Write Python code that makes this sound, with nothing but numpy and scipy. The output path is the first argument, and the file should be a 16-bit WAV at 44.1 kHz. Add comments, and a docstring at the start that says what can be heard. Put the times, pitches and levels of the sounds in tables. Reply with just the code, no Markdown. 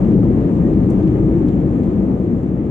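"""A boomy rumble, made of noise shaped by the cabin, fills an airliner slowing along the runway.
Wheels and engines shake the fuselage; a wandering tone is a wall panel's boom, and noise around 444 Hz lies above.
Joints in the concrete make the floor ring in thumps; air hisses, made of brighter noise.
Dry clicks and trim ticks are short noise bursts; a faint squeak is a gliding tone.
A phone's two microphones at the window hear it, with the loud swells eased and the highest peaks cut flat."""
import sys
import numpy as np
from scipy import signal
from scipy.fft import rfft, irfft
from scipy.io import wavfile
from scipy.ndimage import uniform_filter1d, minimum_filter1d

SR = 44100
rng = np.random.default_rng(int(sys.argv[2]) if len(sys.argv) > 2 else 0)


def generate_wav(signal):
    """Clip the signal to [-1, 1] and save it as 16-bit WAV at the path in sys.argv[1]."""
    frames = np.transpose(np.atleast_2d(signal))
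    scaled = np.clip(frames, -1, 1) * 32767
    pcm = np.round(scaled).astype(np.int16)
    wavfile.write(sys.argv[1], SR, pcm)


N = 119070  # samples, 2.7 s


def from_db(db):
    """Turn decibels into a multiplier for the sound wave."""
    return 10 ** (np.asarray(db) / 20)


def rms_one(x):
    """Scale a sound so that its average strength (rms) is 1."""
    return x / np.sqrt(np.mean(x ** 2) + 1e-20)


def in_time(rows):
    """Draw straight lines between (t/s, value) points, one value per sample."""
    return np.interp(np.arange(N) / SR, *np.transpose(rows))


def at_hz(points, hz):
    """Read a (f/Hz, value) table between its points, spacing pitches as the ear does."""
    table_hz, values = np.transpose(points)
    return np.interp(np.log(hz), np.log(table_hz), values)


def sides(db):
    """Left and right gains that differ by the given decibels."""
    return from_db(np.array([[.5], [-.5]]) * db)


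def drift(rate):
    """Random wander with spread 1; a higher rate wanders faster."""
    step = 40  # samples between computed points
    r = np.exp(-2 * step * np.pi * rate / SR)
    noise = rng.standard_normal(N // step + 2002)
    slow = signal.lfilter([1], [1, -2 * r, r * r], noise)[2000:]  # drop the filter's start-up
    return np.interp(np.arange(N) / step, np.arange(len(slow)), rms_one(slow))


# How alike left and right are, 1 same to -1 opposite: f/Hz, likeness
LIKENESS = [(60, 0.95), (180, 1), (300, 1), (520, 0.9), (890, -0.16), (1500, 0.05), (2600, 0.084),
            (4000, -0.52), (8000, 0.082)]
# How much louder left is than right: f/Hz, level/dB
LEFT_LEAN = [(60, 2.5), (210, 4.5), (320, 2.5), (490, 0.1), (740, 3.5), (1130, 5), (1710, 0.6), (2600, 0.6),
             (4000, -6), (8000, -3)]
RIGHT_LAG_S = 0.00019


def diffuse_noise(colour_db, patchy_db):
    """Sound from many directions: stereo noise whose octave bands swell partly together, partly alone."""
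    hz = np.maximum(np.arange(N // 2 + 1) * SR / N, 1)
    mid, side = rfft(rng.standard_normal((2, N)))
    alike = np.clip(at_hz(LIKENESS, hz), -1, 1)
    # Shared noise makes the sides alike; noise of opposite sign makes them differ
    pair = np.sqrt(1 + alike) * mid + np.sqrt(1 - alike) * side * [[1], [-1]]
    pair = pair * from_db(colour_db(hz)) * sides(at_hz(LEFT_LEAN, hz))
    pair = pair * np.exp([[0], [-2j]] * hz * np.pi * RIGHT_LAG_S)  # delay the right side
    out, together = 0, drift(0.9)
    for octave in range(4, 15):
        share = np.clip(1 - np.abs(np.log2(hz) - octave), 0, 1)  # overlapping bands
        swell_db = patchy_db * (0.45 * together + drift(8.4))
        out = out + irfft(pair * share, N) * from_db(swell_db)
    return rms_one(out)


# Loudness of roar and hiss: t/s, level/dB
AIR_LEVEL = [(0, -33), (.5, -34), (1.0, -34), (1.8, -35.5), (2.7, -39.5)]
# Tone colour, with the microphone port's peak near 7 kHz: f/Hz, relative level/dB
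AIR_COLOUR = [(300, -12), (520, 0), (750, -3), (1100, -13), (1220, -11), (1400, -20), (1770, -19),
              (2400, -24), (3050, -31), (4000, -39), (5200, -43), (6100, -42), (7100, -38.5), (8000, -43),
              (9500, -51), (10500, -60), (11500, -78), (14000, -90)]
AIR_PATCHY_DB = .8


def air():
    """Engine roar and rushing air mix many pitches, so they are coloured noise."""
    noise = diffuse_noise(lambda hz: at_hz(AIR_COLOUR, hz), AIR_PATCHY_DB)
    return from_db(in_time(AIR_LEVEL)) * noise


SQUEAK_START_S, SQUEAK_LENGTH_S = .61, .1
SQUEAK_FROM_HZ, SQUEAK_TO_HZ = 1835, 1895
SQUEAK_DB, SQUEAK_PAN_DB = -53, 12  # peak before panning; left minus right


def squeak():
    """The trim squeaks: a soft tone rises in pitch, mostly on the left, swelling and fading."""
    done = np.clip((np.arange(N) / SR - SQUEAK_START_S) / SQUEAK_LENGTH_S, 0, 1)
    pitch_hz = SQUEAK_FROM_HZ + (SQUEAK_TO_HZ - SQUEAK_FROM_HZ) * done
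    tone = np.sin(2 * np.pi * np.cumsum(pitch_hz) / SR)
    return sides(SQUEAK_PAN_DB) * from_db(SQUEAK_DB) * np.sin(np.pi * done) * tone


# Ticks of the trim: t/s, burst level/dB, time to fall 60 dB/s, lower edge f/Hz, left minus right level/dB
TICKS = [(.572, -54, .04, 7000, -6), (.900, -41.5, .075, 6200, -2), (1.484, -48, .045, 2200, -2.5),
         (1.832, -54, .05, 3000, -2)]
TICK_RISE_S, TICK_TOP_HZ = 0.001, 8500
TICK_RING_HZ, TICK_RING_WIDTH_HZ, TICK_RING_GAIN = 3330, 610, 3


def ticks():
    """Trim parts tick: bright noise rises fast and dies away, with a small plastic ring."""
    out = 0
    for start_s, db, t60, low_hz, pan_db in TICKS:
        t = np.maximum(np.arange(N) / SR - start_s, 0)
        high_pass = signal.butter(4, low_hz, "high", fs=SR, output="sos")
        mid, side = signal.sosfilt(high_pass, rng.standard_normal((2, N)))
        shape = (1 - np.exp(-t / TICK_RISE_S)) * from_db(db - 60 * t / t60)
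        out = out + sides(pan_db) * (mid + .5 * side * [[1], [-1]]) * shape
    ring = signal.iirpeak(TICK_RING_HZ, TICK_RING_HZ / TICK_RING_WIDTH_HZ, fs=SR)
    out = out + TICK_RING_GAIN * signal.lfilter(*ring, out + 1e-18)  # tiny offset avoids slow maths
    return signal.sosfilt(signal.butter(3, TICK_TOP_HZ, fs=SR, output="sos"), out)


# Dry clicks, placed at loud moments of the rumble: t/s, level/dB
CLICKS = [(.050, -55), (.116, -49), (.144, -50), (.245, -52), (.476, -56), (.739, -51), (.842, -54),
          (1.032, -50), (1.078, -48.5), (1.239, -55)]
CLICK_LOW_HZ, CLICK_TOP_HZ = 1000, 4000
CLICK_SIZE_S = .0012  # from the middle to where the burst has fallen to 37 %


def clicks():
    """Dry clicks: noise bursts a few milliseconds long that stop without a ringing tail."""
    t = np.arange(N) / SR
    band = signal.butter(2, [CLICK_LOW_HZ, CLICK_TOP_HZ], "band", fs=SR, output="sos")
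    noise = rms_one(signal.sosfilt(band, rng.standard_normal(N)))
    return noise * sum(from_db(db) * np.exp(-((t - mid_s) / CLICK_SIZE_S) ** 2) for mid_s, db in CLICKS)


# Wheels cross a joint: t/s, strike level/dB
THUMPS = [(.102, -18), (.238, -20), (.733, -18), (1.074, -14)]
# Tones the floor rings with: f/Hz, relative level/dB, time to fall 60 dB/s
FLOOR_MODES = [(185, -6, .1), (308, 0, .14)]
THUMP_SOFT_HZ = 600  # higher pitches are softened


def thumps():
    """Each joint jolts the wheels and sets the floor ringing in fading tones."""
    out = np.zeros(N)
    for start_s, db in THUMPS:
        t = np.maximum(np.arange(N) / SR - start_s, 0)
        for hz, mode_db, t60 in FLOOR_MODES:
            out += from_db(db + mode_db - 60 * t / t60) * np.sin(2 * np.pi * hz * t)
    soften = signal.butter(2, THUMP_SOFT_HZ, fs=SR, output="sos")
    return sides(at_hz(LEFT_LEAN, 250)) * signal.sosfilt(soften, out)


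# Loudness of the upper rumble: t/s, level/dB
UPPER_LEVEL = [(0, -24), (.4, -45), (.7, -37), (1.0, -36), (1.4, -41.5), (1.7, -38), (1.95, -35.5),
               (2.15, -31), (2.36, -35), (2.45, -45), (2.57, -35.5), (2.7, -48.5)]
UPPER_HZ, UPPER_WIDTH_HZ, UPPER_PATCHY_DB = 444, 220, 2.5


def upper_rumble():
    """One broad resonance lets noise around its own pitch through, unevenly in time."""
    def colour_db(hz):
        return -20 * np.log10(1 + (2 * (hz - UPPER_HZ) / UPPER_WIDTH_HZ) ** 2)
    return from_db(in_time(UPPER_LEVEL)) * diffuse_noise(colour_db, UPPER_PATCHY_DB)


# A narrow boom of the wall panel surges and shifts, before added wander: t/s, level/dB, f/Hz
PANEL = [(0, -32, 315), (.7, -30, 310), (1.0, -28, 310), (1.035, -13, 310), (1.09, -19, 324),
         (1.13, -30, 305), (1.19, -21, 308), (1.26, -16, 322), (1.31, -22, 325), (1.35, -17, 348),
         (1.4, -19, 320), (1.46, -20, 298), (1.6, -30, 300), (2.7, -33, 305)]
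PANEL_WANDER_HZ, PANEL_PATCHY_DB = 7, 2  # spread of the random wander


def panel():
    """The wall panel booms at one pitch at a time, while pitch and strength wander."""
    s, db, hz = np.transpose(PANEL)
    pitch_hz = in_time(np.transpose([s, hz])) + PANEL_WANDER_HZ * drift(15.0)
    level_db = in_time(np.transpose([s, db])) + PANEL_PATCHY_DB * drift(17.0)
    boom = from_db(level_db) * np.sin(2 * np.pi * np.cumsum(pitch_hz) / SR)
    return sides(at_hz(LEFT_LEAN, 320)) * np.sqrt(2) * boom  # root 2 brings a sine to rms 1


# Loudness of the rumble as the plane slows: t/s, level/dB
RUMBLE_LEVEL = [(0, -15), (.15, -9.5), (.45, -13.5), (.75, -11), (.95, -14), (1.2, -12), (1.5, -14),
                (1.85, -14.5), (2.1, -15.5), (2.4, -17), (2.7, -18.5)]
# Tone colour through floor and wall, before the booms: f/Hz, relative level/dB
RUMBLE_COLOUR = [(18, -20.5), (30, -15.5), (48, -10.5), (85, -7), (150, -4), (270, -3), (330, -3.5),
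                 (415, -13), (530, -18), (640, -31.5), (900, -37.5), (1500, -82.5)]
# Booming resonances of the cabin: f/Hz, width/Hz, lift/dB (negative is a dip)
BOOMS = [(57, 13, 7.5), (122.2, 9.4, 5.5), (187.4, 22, 6), (213, 11, 3), (253, 6.7, 0.5), (305, 3.7, -3)]
RUMBLE_PATCHY_DB = 0.02


def rumble():
    """Wheels and engines shake the fuselage: noise, shaped by the cabin's resonances."""
    def colour_db(hz):
        lift_db = sum(db / (1 + (2 * (hz - top_hz) / width) ** 2) for top_hz, width, db in BOOMS)
        return at_hz(RUMBLE_COLOUR, hz) + lift_db
    return from_db(in_time(RUMBLE_LEVEL)) * diffuse_noise(colour_db, RUMBLE_PATCHY_DB)


def scene():
    """Add all sources together."""
    return rumble() + panel() + upper_rumble() + air() + thumps() + ticks() + clicks() + squeak()


GAIN_KNEE_DB, GAIN_SHARE, GAIN_SMOOTH_S = -5.5, .62, .008  # share of the excess taken away
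CLIP_LEVEL, CUTOFF_HZ, FADE_IN_S = .7, 14500, .004  # full scale is 1


def record(dry):
    """The phone's gain control eases loud swells; peaks are cut flat, the start fades in, the top is cut."""
    span = int(GAIN_SMOOTH_S * SR)
    loudest = np.abs(dry).max(axis=0)  # the louder side steers both
    peak = -minimum_filter1d(-loudest, size=span)  # highest value nearby
    over_db = np.maximum(20 * np.log10(peak + 1e-9) - GAIN_KNEE_DB, 0)
    smooth_db = uniform_filter1d(uniform_filter1d(over_db, size=span), size=span)
    eased = dry * from_db(-GAIN_SHARE * smooth_db)
    cut = np.clip(eased, -CLIP_LEVEL, CLIP_LEVEL)
    fade_in = np.minimum(np.arange(N) / SR / FADE_IN_S, 1)
    low_pass = signal.cheby2(12, 70, CUTOFF_HZ, fs=SR, output="sos")
    return signal.sosfilt(low_pass, cut * fade_in)


dry = scene()
out = record(dry)
generate_wav(out)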